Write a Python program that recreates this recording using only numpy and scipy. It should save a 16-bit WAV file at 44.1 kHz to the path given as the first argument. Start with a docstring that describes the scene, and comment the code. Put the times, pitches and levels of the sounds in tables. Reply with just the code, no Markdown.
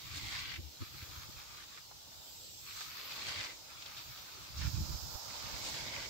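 """A metal bull float is pushed out over wet concrete at 0, 2.7 and 5.3 s: sand grains tick and ring
the blade, paste swishes and a water film hisses. Each is shaped noise, and so is the outdoor hiss.
Insects sizzle and wind rumbles throughout; eddies thump on the microphone ports as short low tones.
Between pushes the blade drags lightly back, twice, with scuffs and knocks made of short noise bursts.
One insect buzzes lower near 2.5 s; a brighter hiss sets in at 4.6 s, mostly on the right."""
import sys
import numpy as np
from scipy import signal
from scipy.fft import rfft, irfft, next_fast_len
from scipy.io import wavfile
from scipy.ndimage import uniform_filter1d, map_coordinates

SR = 44100
rng = np.random.default_rng(int(sys.argv[2]) if len(sys.argv) > 2 else 0)


def store_wav(level_fs):
    """Save 16-bit WAV to argv[1]."""
    pcm = np.round(np.clip(np.atleast_2d(level_fs), -1, 1) * 32767)
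    wavfile.write(sys.argv[1], SR, pcm.T.astype(np.int16))


N = 268833  # length in samples, about 6.1 s


def amp(db):
    """Turn decibels into a gain."""
    return 10 ** (np.asarray(db) / 20)


def unit(x):
    """Scale to an average strength (rms) of 1."""
    return x / np.sqrt(np.mean(x ** 2) + 1e-20)


def seconds():
    """The time of every sample, in seconds."""
    return np.arange(N) / SR


def since(start):
    """Seconds since start, zero before it."""
    return np.maximum(seconds() - start, 0)


def held(start, end, attack, release):
    """Gain that rises until start, holds to end, then falls; attack and release are seconds per 20 dB."""
    t = seconds()
    before = np.maximum(start - t, 0)
    after = np.maximum(t - end, 0)
    return amp(-20 * (before / attack + after / release))


def approach(full, grows_db):
    """Gain that climbs by grows_db a second until the time full, as the blade comes nearer."""
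    return amp(-grows_db * np.maximum(full - seconds(), 0))


def swells(rows):
    """Gain of bell-shaped swells (t/s, rise/s, fall/s, level/dB) whose powers add."""
    t = seconds()
    power = np.zeros(N)
    for peak, rise, fall, db in rows:
        distance = (t - peak) / np.where(t < peak, rise, fall)
        power += amp(db) ** 2 * np.exp(-np.minimum(distance ** 2, 100))
    return np.sqrt(power)


def wobble(rate):
    """A smooth curve through random points, rate points a second."""
    points = rng.standard_normal(int(N * rate / SR) + 4)
    return map_coordinates(points, [np.arange(N) * rate / SR])


def noise(alike=0):
    """White stereo noise whose sides share a part (alike) of their power."""
    own = rng.standard_normal((2, N))
    common = rng.standard_normal(N)
    return np.sqrt(1 - alike) * own + np.sqrt(alike) * common


def panned(x, right_db):
    """Lean a stereo sound to the right."""
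    return x * amp([[-right_db / 2], [right_db / 2]])


def filtered(x, response):
    """Multiply the spectrum of x by a response of frequency."""
    size = x.shape[-1]
    m = next_fast_len(size + 8192)  # room for the filter's tail
    hz = np.fft.rfftfreq(m, 1 / SR)
    return irfft(rfft(x, m) * response(hz), m)[..., :size]


def coloured(x, spectrum, peaks=()):
    """Shape x by a spectrum (f/Hz, level/dB) and resonances (f/Hz, width/Hz, lift/dB), then set rms 1."""
    f, db = np.transpose(spectrum)

    def response(hz):
        level_db = np.interp(np.log(hz + 1), np.log(f), db)
        for centre, width, lift in peaks:
            level_db = level_db + lift / (1 + (2 * (hz - centre) / width) ** 2)
        return amp(level_db)

    return unit(filtered(x, response))


def patchy(x, depth_db):
    """Narrow bands of x swell and fade on their own."""
    bands = signal.stft(x, nperseg=1024)[2]
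    field = rng.standard_normal(bands.shape[1:])
    field = uniform_filter1d(field, size=4, axis=0)  # smooth across pitch
    field = uniform_filter1d(field, size=6, axis=1)  # smooth across time
    return signal.istft(bands * amp(depth_db * unit(field)), nperseg=1024)[1][:, :N]


def grit(rate, size_db, share):
    """Ticks of very unequal size, rate a second, hold a share of the power; smooth noise holds the rest."""
    sizes = amp(size_db * np.minimum(rng.exponential(size=N), 4))
    hits = (rng.random(N) < rate / SR) * sizes
    burst = np.exp(-np.arange(SR // 200) / (SR * 0.0006))  # each tick's power dies in 0.6 ms
    power = np.abs(signal.fftconvolve(hits ** 2, burst)[:N])
    return noise(alike=0.096) * np.sqrt(1 - share + share * power / power.mean())


def pushes():
    """The blade rides out on the paste: sand rasps and rings it, paste swishes, a thin film hisses."""
    # forward strokes: set down t/s, full weight t/s, full ringing t/s, stop t/s, rasp level/dB,
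    # rasp easing after full weight/(dB per s), paste level/dB, ring level/dB (rasp, paste boosted below)
    strokes = [(0, 0.337, 0.35, 0.53, -50.5, 20, -74.5, -46.5),
               (2.678, 3.19, 3.41, 3.47, -50, -4, -61, -47), (5.29, 5.655, 5.86, 6.05, -53, 3.5, -57, -49)]
    # wet patches that spray: t/s, rise/s, fall/s, level/dB (boosted below with the film)
    splashes = [(.172, 0.022, 0.015, -50.5), (.29, 0.062, 0.064, -53.5), (2.8, 0.067, 0.062, -52.5),
                (3.28, .13, .2, -55.5), (5.36, 0.026, 0.027, -58), (5.67, 0.066, .1, -48.5)]
    # colours of rasp, ringing, paste and spray: f/Hz, relative level/dB
    rasp_colour = [(250, -47), (680, -14), (900, -6.5), (1150, -1.5), (1450, -2), (2200, 2), (2700, -1),
                   (3300, -1), (4300, -3.5), (5300, -5), (7000, -14), (9000, -27), (16000, -37)]
    ring_colour = [(900, -27), (1170, -9), (1320, -27), (1520, -5), (1750, -18), (1980, -2), (2120, 0),
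                   (2300, -0.5), (2500, -10), (3200, -9.5), (3900, -9.5), (4500, -18), (4900, -20),
                   (6000, -48)]
    paste_colour = [(60, -16), (130, -7), (230, -3.5), (330, -2.5), (420, -4.5), (600, 0.5), (720, -4.5),
                    (900, 0), (1300, -15.5), (2000, -18), (5000, -39)]
    spray_colour = [(2000, -16), (4000, 6.5), (5500, -0.5), (7300, 1), (8300, -5), (9300, -16),
                    (11500, -13), (20000, -28)]
    # resonances of the blade: f/Hz, width/Hz, lift over the rasp/dB
    blade = [(1150, 150, 1.5), (1600, 360, -3.5), (4600, 910, 5.5)]
    attack_s = 0.083  # the blade settles on the paste
    rasp_release_s, ring_release_s = 0.069, 0.094  # the blade slows and stops
    paste_release_s = 0.22  # the paste flows on a little

    rasp, paste, ringing = np.zeros((3, N))
    for start, full, rings, stop, rasp_db, easing_db, paste_db, ring_db in strokes:
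        rasp_level = amp(rasp_db - easing_db * since(full)) * approach(full, grows_db=26.5)
        paste_level = amp(paste_db) * approach(full, grows_db=49)
        ring_level = amp(ring_db) * approach(rings, grows_db=57)
        rasp += rasp_level * held(start, stop, attack_s, rasp_release_s)
        paste += paste_level * held(start, stop, attack_s, paste_release_s)
        ringing += ring_level * held(start, stop, attack_s, ring_release_s)
    # the film follows the rasp's level, and the splashes add to it
    spray = np.hypot(amp(-10.5) * rasp, swells(splashes))

    grains = patchy(grit(rate=2000, size_db=7.5, share=0.32), depth_db=2.5)
    sand = rasp * amp(5) * coloured(grains, rasp_colour, blade)
    ringing_grains = patchy(grit(rate=810, size_db=5, share=0.27), depth_db=4)
    ring = ringing * coloured(ringing_grains, ring_colour)
    swish = paste * amp(3.5) * coloured(noise(alike=0.33), paste_colour)
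    droplets = grit(rate=2500, size_db=5, share=0.35)
    film = spray * amp(3.5) * coloured(droplets, spray_colour)
    judder = amp(1.3 * wobble(35))  # the blade catches and frees itself
    return judder * (sand + panned(ring, right_db=-1.5) + swish + panned(film, right_db=3))


def outdoors():
    """Leaves hiss in the breeze over a far roar; a brighter hiss sets in, mostly on the right."""
    # level of the leaves: t/s, level/dB
    breeze_levels = [(0, -51), (.68, -54), (1.1, -51.5), (1.92, -53.5), (2.3, -51.5), (3.6, -52.5),
                     (4.1, -51.5), (6.1, -50)]
    # swells of a far, soft roar: t/s, rise/s, fall/s, level/dB
    far_swells = [(1.45, .4, 0.33, -65.5), (2.15, 0.21, 0.2, -66), (3.8, 0.44, .6, -64),
                  (5.4, 0.61, .45, -54)]
    # bright hiss at the left, then the right port: level/dB, fading/(dB per s)
    hiss_levels = [(-54, 6), (-45.5, 0.5)]
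    # colours of leaves, roar and bright hiss: f/Hz, relative level/dB
    air_colour = [(100, -14), (240, -10), (310, -6), (420, -7.5), (620, -9), (860, -6.5), (1150, -14.5),
                  (1900, -15.5), (2600, -9), (3600, -3), (5000, -0.5), (6100, -4.5), (7400, -5),
                  (9200, -20.5), (11000, -16.5), (20000, -7.5)]
    roar_colour = [(200, -51), (430, -10.5), (590, 1.5), (720, -1), (880, 4), (1100, -1.5), (1400, -2),
                   (2000, -16), (4000, -79)]
    bright_colour = [(1500, -17.5), (2800, -15), (3800, -4), (4600, -0.5), (5250, 4.5), (5600, -1.5),
                     (7000, -3), (8000, -9.5), (9200, -26), (12000, -30), (20000, -32)]
    hiss_start_s, hiss_attack_s = 4.58, 0.03

    breeze = amp(np.interp(seconds(), *np.transpose(breeze_levels)))
    leaves = breeze * coloured(patchy(noise(), depth_db=2.5), air_colour)
    roar = swells(far_swells) * coloured(patchy(noise(), depth_db=1.5), roar_colour)
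    fading = np.array([amp(db - fade_db * since(hiss_start_s)) for db, fade_db in hiss_levels])
    onset = held(hiss_start_s, N / SR, hiss_attack_s, 1)
    hiss = onset * fading * coloured(noise(), bright_colour)
    return panned(leaves, right_db=1.5) + roar + hiss


def insects():
    """Insects sizzle in swells of high noise in the grass; one buzzes in a lower band for a moment."""
    # swells of the sizzle: t/s, rise/s, fall/s, level/dB
    sizzling = [(.25, .4, 0.4, -60.5), (1.1, 0.21, .23, -57), (2.31, 0.11, 0.11, -59),
                (2.75, 0.19, .15, -56), (3.04, .15, 0.15, -54), (4.02, .09, 0.21, -57),
                (4.3, .15, 0.14, -67), (4.75, 0.15, 0.23, -54.5), (5.14, .22, .06, -53.5),
                (5.6, 0.42, .3, -58)]
    # the one buzz: start t/s, end t/s, attack/s, release/s, level/dB
    start, end, attack, release, buzz_db = (2.3, 2.77, .3, .12, -60)
    # colours of sizzle and buzz: f/Hz, relative level/dB
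    sizzle_colour = [(9000, -35), (11300, -12), (12600, -1), (14500, 0), (16000, -5)]
    buzz_colour = [(6000, -47), (7200, -20), (7450, 1), (7800, -5), (8150, -14), (9000, -54)]

    chorus = np.hypot(amp(-67.5), swells(sizzling))  # a soft bed remains between swells
    sizzle = chorus * amp(1.1 * wobble(40)) * coloured(noise(), sizzle_colour)
    buzz_level = held(start, end, attack, release) * amp(buzz_db + 1.1 * wobble(70))
    buzz = buzz_level * coloured(patchy(noise(), depth_db=1), buzz_colour)
    return panned(sizzle + buzz, right_db=2)


def wind():
    """Gusts rumble at each port; single eddies thump against them with a hollow puff."""
    # gusts: start t/s, end t/s, release/s, rumble level/dB (boosted below), hollow murmur level/dB
    gusts = [(0.06, .5, 0.31, -54.5, -63), (0.86, 1.2, 0.79, -61, -74), (3.155, 3.41, 0.089, -63, -76),
             (4.015, 4.5, .2, -64.5, -78.5), (4.591, 4.832, 0.45, -44.5, -63), (5.27, 6.1, .3, -57, -63)]
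    # single eddies: t/s, left level/dB, right level/dB, f/Hz, length/s,
    # hollow puff over the thump/dB (lowered below)
    buffets = [(.173, -43, -46, 81, .018, -3), (0.596, -39, -41.5, 80, 0.016, -6.5),
               (0.656, -41, -54, 72, 0.038, -10), (0.823, -33.5, -35, 101, .014, -8.5),
               (0.949, -48, -50, 105, 0.0088, -2), (1.032, -40.5, -42, 88, .0084, -11),
               (1.177, -47, -51, 72, 0.018, -12), (1.295, -49, -51, 110, 0.0061, .5),
               (3.283, -52, -51, 100, .012, -15), (3.384, -51, -50, 95, .025, -15),
               (4.602, -42, -34, 75, 0.03, -29), (4.667, -55, -29.5, 68, 0.024, -18),
               (4.747, -53, -26, 99, 0.0095, -25), (4.78, -46, -30, 72, .022, -22),
               (4.83, -51, -32.5, 65, 0.018, -18), (4.901, -50, -30, 66, 0.014, -16),
               (4.949, -44, -31.5, 60, 0.015, -21), (5.036, -54, -37.5, 76, 0.014, -17),
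               (5.155, -55, -34.5, 61, .007, -16.5), (5.55, -68, -39, 64, 0.022, -12)]
    # colours of the rumble and of the ports' hollow: f/Hz, relative level/dB
    rumble_colour = [(15, -49), (30, -15), (45, -6.5), (62, -1), (90, -1), (125, -1.5), (170, -10),
                     (240, -20), (330, -21.5), (480, -64), (1200, -68)]
    port_colour = [(60, -10), (140, 8), (235, -2), (320, 3), (420, -12), (650, -19), (1500, -60)]

    rumble = np.full(N, amp(-67.5))  # a faint rumble stays between gusts
    hollow = np.zeros(N)
    for start, end, release, rumble_db, hollow_db in gusts:
        gust = held(start, end, 0.09, release)
        rumble = np.hypot(rumble, amp(rumble_db) * gust)
        hollow = np.hypot(hollow, amp(hollow_db) * gust)
    lumps = unit(amp(3.7 * np.array([wobble(26), wobble(26)])))  # uneven at each port on its own
    flow = rumble * amp(2) * coloured(noise(alike=0.15), rumble_colour)
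    flutter = unit(amp(3.2 * wobble(20)))
    murmur = hollow * flutter * panned(coloured(noise(), port_colour), right_db=4)
    out = lumps * (flow + murmur)

    puff = panned(coloured(noise(), port_colour), right_db=6.5)
    t = seconds()
    for s, left_db, right_db, hz, length, puff_db in buffets:
        near = np.abs(t - s) < 4 * length
        u = t[near] - s
        turn = rng.random()
        port_turns = rng.random((2, 1))
        swing = np.sin(2 * np.pi * (hz * u + turn + 0.5 * port_turns))  # the ports swing out of step
        thump = swing + amp(puff_db - 4) * puff[:, near]
        out[:, near] += amp([[left_db], [right_db]]) * thump * np.exp(-(u / length) ** 2)
    return out


def skims():
    """With little weight on it, the blade drags lightly and unevenly."""
    # light contacts, trailing or just set down: start t/s, end t/s, drag level/dB (boosted below)
    contacts = [(.08, 0.173, -56), (0.73, .8, -67), (.82, 0.88, -57.5), (0.944, 1.24, -57),
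                (1.355, 1.636, -58), (1.697, 1.78, -59), (2.678, 3.2, -54), (3.705, 4.544, -58.5),
                (3.83, 4.009, -60.5), (4.602, 4.663, -52), (4.7, 4.95, -61), (5.328, 5.545, -55.5)]
    # colour of the drag: f/Hz, relative level/dB
    drag_colour = [(250, -18), (700, -36), (1000, -6.5), (1220, 1.5), (1400, -2), (1620, -3.5),
                   (1920, -6.5), (2450, -0.5), (2900, -7.5), (3700, -2.5), (4800, -4), (6500, -23),
                   (9000, -26.5)]
    attack_s, release_s = 0.079, 0.076

    levels = [amp(db) * held(start, end, attack_s, release_s) for start, end, db in contacts]
    drag = np.linalg.norm(levels, axis=0)  # their powers add
    grains = patchy(grit(rate=1200, size_db=4.5, share=0.39), depth_db=2.5)
    uneven = amp(3 + 1.7 * wobble(28.02))  # a 3 dB boost that wavers
    return panned(drag * uneven * coloured(grains, drag_colour), right_db=-0.5)


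def scuffs():
    """The tool catches or knocks: short noise bursts in a broad band around one pitch."""
    # small scuffs and knocks: t/s, peak level/dB, centre f/Hz, time to die by 60 dB/s
    knocks = [(0.163, -46, 4500, .05), (.385, -33.5, 4000, 0.16), (.536, -36, 2500, 0.1),
              (.556, -34, 2480, .08), (1.772, -41, 1480, 0.08), (1.91, -44, 925, 0.058),
              (2.115, -53, 1300, .13), (2.808, -34.5, 1490, .04), (3.409, -33.5, 2400, .035),
              (3.5, -41, 2100, 0.16), (3.82, -39, 3600, .05), (3.858, -38, 3800, .06),
              (3.965, -37, 3830, 0.32), (4.17, -41.5, 3800, 0.15), (4.611, -37, 2100, 0.15),
              (5.364, -41, 3010, .04), (5.933, -40, 1510, .017), (5.962, -32, 2070, 0.019)]
    out = np.zeros((2, N + SR))  # spare room for the last burst
    t = np.arange(SR // 4) / SR
    for s, db, centre_hz, t60 in knocks:
        def band(hz):
            resonance = 1 / (1 + 1.8j * (hz / centre_hz - centre_hz / (hz + 1)))
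            return resonance / (1 + (hz / 7000) ** 4)  # softer above 7 kHz

        envelope = amp(-60 * t / t60) * (1 - np.exp(-t / 0.0024))
        burst = filtered(rng.standard_normal((2, len(t))) * envelope, band)
        first = round(s * SR)
        out[:, first:first + len(t)] += amp(db) * burst / np.abs(burst).max()
    return out[:, :N]


def scene():
    """The float at work in the open air."""
    return pushes() + outdoors() + insects() + wind() + skims() + scuffs()


def record(dry):
    """Each microphone port has its own treble; nothing is kept from the band limit upward."""
    # how the two ports differ in the treble: f/Hz, left over right level/dB
    port_tilt = [(7000, 0), (9500, 5.5), (11500, 3), (13500, 0)]
    top_hz = 15750

    def response(hz):
        left_over_right_db = np.interp(hz, *np.transpose(port_tilt))
        return amp(left_over_right_db * np.array([[0.5], [-0.5]])) * (hz < top_hz)

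    return filtered(dry, response)


dry = scene()
out = record(dry)
store_wav(out)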